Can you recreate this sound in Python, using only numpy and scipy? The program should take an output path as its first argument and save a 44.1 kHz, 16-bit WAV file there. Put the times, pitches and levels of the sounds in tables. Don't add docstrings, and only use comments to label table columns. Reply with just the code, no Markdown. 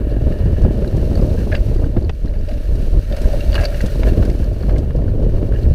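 import sys
import numpy as np
from scipy import signal
from scipy.fft import rfft, irfft, next_fast_len
from scipy.io import wavfile
from scipy.ndimage import uniform_filter1d, map_coordinates

SR = 44100
rng = np.random.default_rng(int(sys.argv[2]) if len(sys.argv) > 2 else 0)


def log_audio(samples):
    frames = np.atleast_2d(samples).T
    limited = np.clip(frames, -1, 1)
    pcm = np.round(limited * 32767).astype(np.int16)
    wavfile.write(sys.argv[1], SR, pcm)


N = 253134

# time in seconds, strength in dB.
WIND_STRENGTH = [(0, -24.5), (.13, -23.5), (.47, -20), (.85, -21.5), (1.25, -19), (1.5, -25.5), (1.85, -23),
                 (2.07, -22), (2.14, -29), (2.6, -29.5), (2.95, -28), (3.06, -27.5), (3.28, -26.5),
                 (3.9, -27), (4.15, -20), (4.42, -24), (4.72, -23.5), (5.25, -21), (5.74, -24.5)]
# start in seconds, length in seconds, depth in dB.
LULLS = [(0.348, 0.053, -6), (0.893, 0.04, -3.5), (1.38, 0.016, -0.5), (2.096, 0.13, -3.5),
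         (2.345, 0.034, -0.5), (2.448, 0.067, -3), (2.612, 0.05, -2), (3.006, 0.077, -5.5),
         (3.154, 0.033, -7), (3.29, 0.025, -1), (3.4, 0.054, -5), (3.74, 0.055, -1), (3.87, 0.03, -1.5),
         (4.543, 0.081, -4), (4.842, 0.033, -4)]
# start in seconds, length in seconds, relative level in dB.
BUFFETS = [(0.262, 0.02, -14), (0.42, 0.043, -16.5), (0.619, 0.032, -12.5), (0.938, 0.035, -17),
           (1.017, 0.053, -19), (1.173, 0.08, -19.5), (1.604, 0.021, -12), (1.693, 0.041, -26),
           (1.736, 0.13, -20.5), (1.968, 0.02, -12), (2.22, 0.055, -22.5), (2.293, 0.015, -25.5),
           (2.384, 0.029, -21), (2.676, 0.11, -19), (2.863, 0.026, -15), (2.92, 0.079, -15),
           (3.474, 0.029, -14), (3.542, 0.017, -16.5), (3.587, 0.028, -13.5), (3.831, 0.022, -17.5),
           (4.001, 0.012, -12), (4.043, 0.081, -16), (4.201, 0.044, -16.5), (4.277, 0.029, -16),
           (4.676, 0.098, -18), (4.403, 0.027, -17.5), (4.955, 0.05, -18), (5.225, 0.06, -18),
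           (5.335, 0.038, -19), (5.502, 0.048, -22), (5.643, 0.085, -15.5)]
# frequency in Hz, relative density in dB.
EDDY_SPECTRUM = [(8, -36.5), (16, -2), (35, 1), (50, 0.5), (70, -8.5), (100, -14), (200, -43.5),
                 (500, -87.5), (4000, -140)]
# frequency in Hz, relative density in dB.
TURBULENCE_SPECTRUM = [(35, -16.5), (75, 8), (105, 6.5), (150, 1.5), (250, -3.5), (420, -7.5), (620, -13),
                       (760, -26), (1100, -34), (1700, -46.5), (3000, -48), (7000, -77), (16000, -76)]


def wind(eddy_db, buffet_db, turbulence_db, wake_db, gust_db, flutter_db, coupling_db, body_hz):
    strength, = gains(WIND_STRENGTH)
    over_breeze = strength / undb(-33)
    lulls_db = sum(depth_db * swell(s, length_s, edge_s=0.0106) for s, length_s, depth_db in LULLS)
    gustiness = strength.min() / strength
    gusts = undb(gust_db * walk(per_s=14) * gustiness + lulls_db)
    windows = np.array([swell(s, length_s, edge_s=0.0106) for s, length_s, _ in BUFFETS])
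    buffets = undb(np.array(BUFFETS)[:, 2] + buffet_db) @ windows
    eddy_gain = np.hypot(undb(eddy_db) * over_breeze ** 0.11 * gusts, buffets)
    turbulence_gain = undb(turbulence_db + wake_db * windows.sum(axis=0)) * strength * gusts
    pace = 0.8 * over_breeze ** 0.3
    eddies = colour(rng.standard_normal(N), EDDY_SPECTRUM)
    eddies = steady(map_coordinates(eddies, [np.cumsum(pace)], order=1, mode="mirror"), span_s=0.039)
    bursts = undb(flutter_db * walk(per_s=80) + coupling_db * eddies)
    turbulence = steady(colour(rng.standard_normal(N) * bursts, TURBULENCE_SPECTRUM), span_s=0.038)
    body = signal.sosfiltfilt(signal.butter(2, body_hz, "highpass", fs=SR, output="sos"), turbulence)
    turbulence += body * (over_breeze ** 0.18 - 1)
    return eddy_gain * eddies + turbulence_gain * turbulence


# start in seconds, relative peak in dB.
SLAPS = [(0.647, -1), (.681, -4.5), (0.707, -6), (.781, -9.5), (.817, -9), (0.973, -6), (1.472, -10),
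         (1.684, -6), (1.965, -4.5), (2.247, -13), (2.423, -25), (2.939, -12), (2.971, -9.5), (3.253, -8.5),
         (3.837, -1), (4.07, -4), (4.174, -1.5), (4.229, -8.5), (4.686, -8.5), (5.228, -8.5), (5.426, -3.5)]


def slaps(gain_db, decay_s, highpass_hz):
    out, t = np.zeros(N), np.arange(SR // 10) / SR
    highpass = signal.butter(1, highpass_hz, "highpass", fs=SR)
    for s, peak_db in SLAPS:
        burst = 0.22 * rng.standard_normal(len(t)) * np.exp(-t / decay_s)
        burst[0] += rng.choice([-1, 1])
        swing = signal.lfilter(*highpass, colour(burst, TURBULENCE_SPECTRUM))
        add(out, s, swing, peak_db + gain_db)
    return out


# centre in seconds, relative peak in dB, corner frequency in Hz.
THUDS = [(0.652, -2, 55), (1.975, -4.5, 45), (3.258, -3, 35.8), (3.6, -3.5, 55), (3.8412, -8, 45),
         (4.181, -5.5, 95), (4.201, -4.5, 95)]


def thuds(gain_db, turn_s):
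    out, t = np.zeros(N), np.arange(-SR // 20, SR // 20) / SR
    for s, peak_db, corner_hz in THUDS:
        swing = -np.tanh(t / turn_s) * np.exp(-np.abs(2 * np.pi * corner_hz * t))
        add(out, s + t[0], swing, peak_db + gain_db)
    return out


# frequency in Hz, free t60 in seconds, relative level in dB.
CASE_MODES = [(564, 0.015, 25), (870, 0.016, 14), (1100, 0.041, -31), (1630, 0.0067, 13.5),
              (1640, 0.049, 6), (1846, 0.051, 0.5), (2140, 0.0062, 11), (2680, 0.035, 2.5),
              (2820, 0.083, 1), (3510, 0.049, -2), (4100, 0.0093, 8.5), (4690, 0.022, 8),
              (5410, 0.021, 1.5), (6300, 0.0061, 5.5)]


def case_ring(centre_hz, focus_db):
    t = np.arange(SR // 8) / SR
    hz, t60_s, mode_db = np.transpose(CASE_MODES)
    octaves_off = np.minimum(np.abs(np.log2(hz / centre_hz)), 1.5)
    weights = undb(mode_db - focus_db * octaves_off) * rng.choice([-1, 1], len(hz))
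    detuned_hz = hz * (1 + 0.025 * rng.standard_normal(len(hz)))
    decays = np.exp(-np.log(1000) * t / t60_s[:, None])
    return weights @ (np.sin(2 * np.pi * np.outer(detuned_hz, t)) * decays)


# start in seconds, relative peak in dB, favoured pitch in Hz, crack gain.
KNOCKS = [(0.3233, -27.5, 1800, 3.9), (.648, -25, 1100, 15), (0.845, -27, 1370, 7.2),
          (1.123, -33, 1350, 9.1), (1.1734, -32, 1300, 12), (1.4112, -28, 1410, 5.1), (1.43, -31, 1500, 6),
          (1.518, -21, 1870, 3), (1.5246, -14, 1800, 7.2), (1.544, -20, 1860, 2), (1.5508, -13, 2530, 7.8),
          (1.564, -25, 2850, 3), (1.577, -29, 1800, 2), (1.8418, -23.5, 1230, 4.3),
          (1.9683, -22.5, 1720, 6), (2.0949, -15, 2500, 27), (2.097, -24.5, 900, 2.6),
          (2.259, -31, 3800, 18), (2.294, -37, 1900, 5), (2.339, -32, 1790, 7.4), (2.4867, -27, 2750, 6.1),
          (2.514, -32, 2800, 6), (2.579, -33, 2800, 12), (3.1246, -24.5, 3350, 3.5),
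          (3.166, -23.5, 1690, 3.8), (3.406, -24, 2740, 8), (3.529, -19.5, 3200, 7.4),
          (3.5536, -10.5, 2700, 6.8), (3.563, -21, 1200, 9), (3.5793, -15, 1640, 3.8),
          (3.589, -22, 2600, 6.8), (3.609, -27, 2410, 9), (3.622, -21, 2820, 6.8), (3.633, -21, 1100, 11),
          (3.6519, -13, 4720, 3.2), (3.744, -19.5, 2090, 6.7), (3.806, -17, 1930, 3.3),
          (4.0334, -15, 1780, 14), (4.227, -18, 1400, 20), (4.2528, -26, 2300, 14),
          (4.2997, -25.5, 1840, 15), (4.633, -28.5, 1200, 15), (4.6944, -19.5, 1460, 33),
          (4.762, -27.5, 1860, 16), (4.907, -27, 1480, 23), (5.0796, -28, 1340, 12), (5.381, -30, 1040, 18),
          (5.429, -31, 1800, 23), (5.522, -29, 1580, 13), (5.539, -30, 1800, 1.5), (5.631, -33.5, 4000, 13)]


def knocks(gain_db, focus_db, grit, contact_s, wall_hz, damping_s):
    out, t = np.zeros(N), np.arange(SR // 8) / SR
    age = t / contact_s
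    for s, peak_db, centre_hz, crack_gain in KNOCKS:
        push = grit * rng.standard_normal(len(t)) * np.sqrt(age) * np.exp(-age)
        push[0] += 1
        crack = np.sin(2 * np.pi * centre_hz * t) * np.exp(-2 * centre_hz * t)
        ring = case_ring(centre_hz, focus_db) * np.exp(-t / damping_s) + crack_gain * crack
        add(out, s, signal.fftconvolve(push, ring)[:len(t)], peak_db + gain_db)
    return signal.sosfilt(signal.butter(3, wall_hz, fs=SR, output="sos"), out)


# start in seconds, length in seconds, relative peak in dB, relative case hum in dB.
SCRAPES = [(1.524, 0.031, -32, -17), (2.336, 0.034, -38.5, -35), (2.482, 0.037, -31, -25),
           (3.12, 0.032, -31.5, -24), (3.162, 0.038, -31, -25.5), (3.331, 0.033, -47, -19.5),
           (3.533, 0.043, -17.5, -29), (3.577, 0.085, -19.5, -22), (4.064, 0.04, -23, -23),
           (4.219, 0.019, -34, -30)]


def scrapes(gain_db, slips_per_s, rasp):
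    out, t = np.zeros(N), np.arange(SR // 4) / SR
    for s, length_s, peak_db, _ in SCRAPES:
        pressure = np.sqrt(np.maximum(np.sin(np.pi * np.minimum(t / length_s, 1)), 0))
        slips = (rng.random(len(t)) < slips_per_s / SR) * rng.standard_normal(len(t)) * pressure
        ring = signal.fftconvolve(slips, case_ring(centre_hz=2000, focus_db=1))[:len(t)]
        add(out, s, unit(ring) + rasp * unit(colour(slips, CRUST_SPECTRUM)), peak_db + gain_db)
    return out


# time in seconds, relative grinding in dB, relative powder hiss in dB.
GLIDE = [(0, -43.5, -64), (.2, -45.5, -60), (.42, -44, -58.5), (.8, -45.5, -56.5), (1.25, -50, -52),
         (1.72, -47, -56), (2.15, -54.5, -63.5), (2.5, -46, -57.5), (2.9, -47, -54.5), (3.05, -44, -56),
         (3.25, -41.5, -52), (3.72, -39.5, -49), (4.16, -41.5, -51.5), (4.45, -45.5, -55.5),
         (4.79, -47, -58), (4.86, -48.5, -62), (5.2, -49, -62), (5.74, -46.5, -57.5)]
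# frequency in Hz, relative density in dB.
CRUST_SPECTRUM = [(400, -18), (800, -29), (1300, 0.5), (1600, 2.5), (1870, 4.5), (2000, -14), (2300, 0),
                  (2480, -10), (2780, 0), (3250, -11.5), (4100, -9.5), (4650, -14), (5000, -28),
                  (9000, -20.5)]
# frequency in Hz, relative density in dB.
POWDER_SPECTRUM = [(700, 1.5), (1500, 9), (2000, 5.5), (2800, 10), (3400, 4.5), (4300, 10), (5000, 3.5),
                   (5500, 5.5), (6400, 3), (6900, -1.5), (9300, -0.5), (12500, -2.5), (15500, -3.5)]


def runners(grind_db, powder_db):
    grind, powder = gains(GLIDE)
    patches_db = walk(per_s=42)
    crushing = grains(per_s=5600, spread_db=1.5) * undb(0.92 * patches_db)
    crust = unit(colour(crushing, CRUST_SPECTRUM))
    surges = undb(0.9 * patches_db + 0.6 * walk(per_s=16))
    hiss = unit(colour(grains(per_s=17000, spread_db=2.1) * surges, POWDER_SPECTRUM))
    return undb(grind_db) * grind * crust + undb(powder_db) * powder * hiss


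# start in seconds, length in seconds, relative level in dB.
HARD_SNOW = [(0.024, .26, -51), (0.275, 0.45, -46), (1.372, 0.054, -43.5), (3.58, 0.027, -35),
             (5.54, 0.059, -45)]
# frequency in Hz, width per filter stage in Hz, relative level in dB.
RUNNER_MODES = [(1677, 140, 5), (1830, 50, 0), (2290, 160, -18), (2830, 280, -1.5)]


def singing(gain_db, slips_per_s, uneven_db, drift):
    slips = grains(slips_per_s, spread_db=2.5) * undb(uneven_db * walk(per_s=29))
    ring = sum(undb(db) * unit(resonate(slips, hz, width_hz)) for hz, width_hz, db in RUNNER_MODES)
    ring = map_coordinates(ring, [np.cumsum(1 + drift * walk(per_s=9))], mode="mirror")
    level = sum(undb(db + gain_db) * swell(s, length_s, edge_s=0.018) for s, length_s, db in HARD_SNOW)
    return level * unit(ring)


# start in seconds, relative peak in dB, pitch in Hz.
CLINKS = [(.876, -32, 4000), (1.154, -28, 4500), (1.174, -37, 4500), (1.2126, -39, 4940),
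          (1.2965, -41, 3950), (1.3034, -36.5, 4000), (1.5506, -30, 4620), (1.5533, -33, 3370),
          (1.564, -30.5, 4600), (2.025, -40, 4400), (2.047, -36.5, 4400), (2.281, -39.5, 4150),
          (2.5325, -40, 4720), (3.328, -37, 4800), (3.521, -27, 4630), (3.542, -26, 4670),
          (3.6423, -21, 4500), (3.655, -19.5, 4530), (4.3154, -38.5, 4600), (4.442, -34.5, 4640),
          (4.6259, -37, 4440)]


def clinks(width_hz, chatter_s, rattle_per_s, rattle_db):
    out, t = np.zeros(N), np.arange(SR // 16) / SR
    rattles = [(s, rattle_db + 2 * rng.standard_normal(), rng.uniform(3900, 4900))
               for s in chance_times(rattle_per_s)]
    for s, peak_db, hz in list(CLINKS) + rattles:
        touch = 0.38 * rng.standard_normal(len(t)) * np.exp(-t / chatter_s)
        touch[0] += 1
        ring = signal.lfilter(*signal.iirpeak(hz, hz / width_hz, fs=SR), touch)
        add(out, s, ring + 0.1 * colour(touch, CRUST_SPECTRUM), peak_db)
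    return out


# start in seconds, relative peak in dB.
ICE_SPECKS = [(0.617, -30.5), (.8759, -31), (0.967, -30.5), (1.524, -41), (1.745, -36), (2.49, -36),
              (2.755, -32), (3.1658, -23), (3.217, -25.5), (3.5524, -19), (3.61, -23.5), (3.8114, -22.5),
              (3.8607, -22.5), (4.2507, -29), (4.299, -29.5), (4.782, -28.5), (4.961, -35)]


def specks(gain_db, decay_s, fine_per_s, fine_db):
    out, t = np.zeros(N), np.arange(SR // 40) / SR
    spectrum_hz_db = [(1500, -7), (4500, 9.5), (6800, 1.5), (9200, -1), (11000, -2.5), (15000, -16)]
    glide_s, _, powder_db = np.transpose(GLIDE)
    fine = [(s, np.interp(s, glide_s, powder_db) + fine_db) for s in chance_times(fine_per_s)]
    for s, peak_db in list(ICE_SPECKS) + fine:
        tick = rng.standard_normal(len(t)) * np.exp(-t / decay_s)
        add(out, s, colour(tick, spectrum_hz_db), peak_db + gain_db)
    return out


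def hum(runner_db, wind_db, scrape_db, waver_db, ring_hz, width_hz):
    ring = steady(resonate(rng.standard_normal(N), ring_hz, width_hz), span_s=0.072)
    grind, _ = gains(GLIDE)
    strength, = gains(WIND_STRENGTH)
    running = np.hypot(undb(runner_db) * (grind / grind.mean()) ** 0.8, undb(wind_db) * strength)
    running *= undb(waver_db * walk(per_s=12))
    dragging = sum(undb(hum_db + scrape_db) * swell(s, length_s, edge_s=0.018)
                   for s, length_s, _, hum_db in SCRAPES)
    return np.hypot(running, dragging) * ring


def clods(gain_db, per_s, centre_hz, crumble_s):
    out, t = np.zeros(N), np.arange(SR // 16) / SR
    grind, _ = gains(GLIDE)
    for s in chance_times(per_s):
        push = rng.standard_normal(len(t)) * np.exp(-t / crumble_s)
        add(out, s, signal.fftconvolve(push, case_ring(centre_hz, focus_db=16))[:len(t)], gain_db)
    return grind * out


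def crumbs(gain_db, per_s, places):
    grind, _ = gains(GLIDE)
    patter = np.zeros(N)
    for _ in range(places):
        hits = grains(per_s / places, spread_db=0)
        patter += signal.fftconvolve(hits, case_ring(centre_hz=2000, focus_db=-2))[:N]
    return undb(gain_db) * grind * unit(patter)


def crackle(gain_db, per_s, spread_db):
    spectrum_hz_db = [(600, -31), (1500, 11), (2800, 7.5), (3500, 3), (4500, 7), (5400, -3),
                      (6400, -6.5), (7500, -14), (15000, -16)]
    _, powder = gains(GLIDE)
    snaps = np.tanh(grains(per_s, spread_db) / 3)
    return undb(gain_db) * powder * unit(colour(snaps, spectrum_hz_db))


def undb(db):
    return 10 ** (np.asarray(db) / 20)


def unit(x):
    return x / np.sqrt(np.mean(x ** 2))


def gains(table):
    s, *columns = np.transpose(table)
    return [undb(np.interp(np.arange(N) / SR, s, db)) for db in columns]


def colour(x, spectrum_hz_db):
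    hz, db = np.transpose(spectrum_hz_db)
    size = 2 * next_fast_len(len(x))
    bins_hz = np.maximum(np.arange(size // 2 + 1) * SR / size, 1)
    cepstrum = irfft(np.log(undb(np.interp(np.log(bins_hz), np.log(hz), db))))
    cepstrum[1:size // 2] *= 2
    cepstrum[size // 2 + 1:] = 0
    return irfft(rfft(x, size) * np.exp(rfft(cepstrum)))[:len(x)]


def resonate(x, hz, width_hz):
    b, a = signal.iirpeak(hz, hz / width_hz, fs=SR)
    return signal.lfilter(b, a, signal.lfilter(b, a, x))


def walk(per_s):
    step = int(SR / per_s)
    return unit(uniform_filter1d(np.repeat(rng.standard_normal(N // step + 1), step), step)[:N])


def steady(x, span_s):
    size = int(span_s * SR)
    return x / np.sqrt(uniform_filter1d(uniform_filter1d(x ** 2, size), size) + 1e-12)


def swell(start_s, length_s, edge_s):
    t = np.arange(N) / SR
    return np.clip(np.minimum(t - start_s, start_s + length_s - t) / edge_s + 0.5, 0, 1)


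def grains(per_s, spread_db):
    size = undb(spread_db * np.minimum(rng.exponential(size=N), 5))
    return (rng.random(N) < per_s / SR) * size * rng.standard_normal(N)


def chance_times(per_s):
    return np.flatnonzero(rng.random(N) < per_s / SR) / SR


def add(track, start_s, sound, peak_db):
    i = max(int(start_s * SR), 0)
    track[i:i + len(sound)] += (sound * undb(peak_db) / np.abs(sound).max())[:N - i]


def scene():
    air = wind(eddy_db=-17, buffet_db=5, turbulence_db=0.63, wake_db=2.5, gust_db=1.6,
               flutter_db=2.5, coupling_db=3, body_hz=236)
    air += slaps(gain_db=-5, decay_s=0.0079, highpass_hz=146)
    snow = runners(grind_db=-5.5, powder_db=6)
    snow += crumbs(gain_db=-8, per_s=42, places=5)
    snow += clods(gain_db=10.5, per_s=4, centre_hz=1400, crumble_s=0.0032)
    snow += singing(gain_db=-4, slips_per_s=1600, uneven_db=3.5, drift=0.012)
    snow += crackle(gain_db=-6, per_s=90, spread_db=-2)
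    case = hum(runner_db=-43, wind_db=-25, scrape_db=-4.5, waver_db=4, ring_hz=589.6, width_hz=85)
    frame = knocks(gain_db=-1, focus_db=13, grit=0.22, contact_s=0.0029, wall_hz=6500, damping_s=0.0088)
    frame += scrapes(gain_db=2.5, slips_per_s=1100, rasp=0.49)
    frame += thuds(gain_db=-2.5, turn_s=0.0065)
    tow_line = clinks(width_hz=130, chatter_s=0.0024, rattle_per_s=12, rattle_db=-46)
    ice = specks(gain_db=-4.5, decay_s=0.0067, fine_per_s=10, fine_db=15.5)
    return (air + snow + case + frame + tow_line + ice)[None]


def record(dry):
    rounded = dry / (1 + np.abs(dry / 0.95) ** 6) ** (1 / 6)
    return signal.sosfilt(signal.ellip(10, 0.1, 80, 15500, fs=SR, output="sos"), rounded)


dry = scene()
out = record(dry)
log_audio(out)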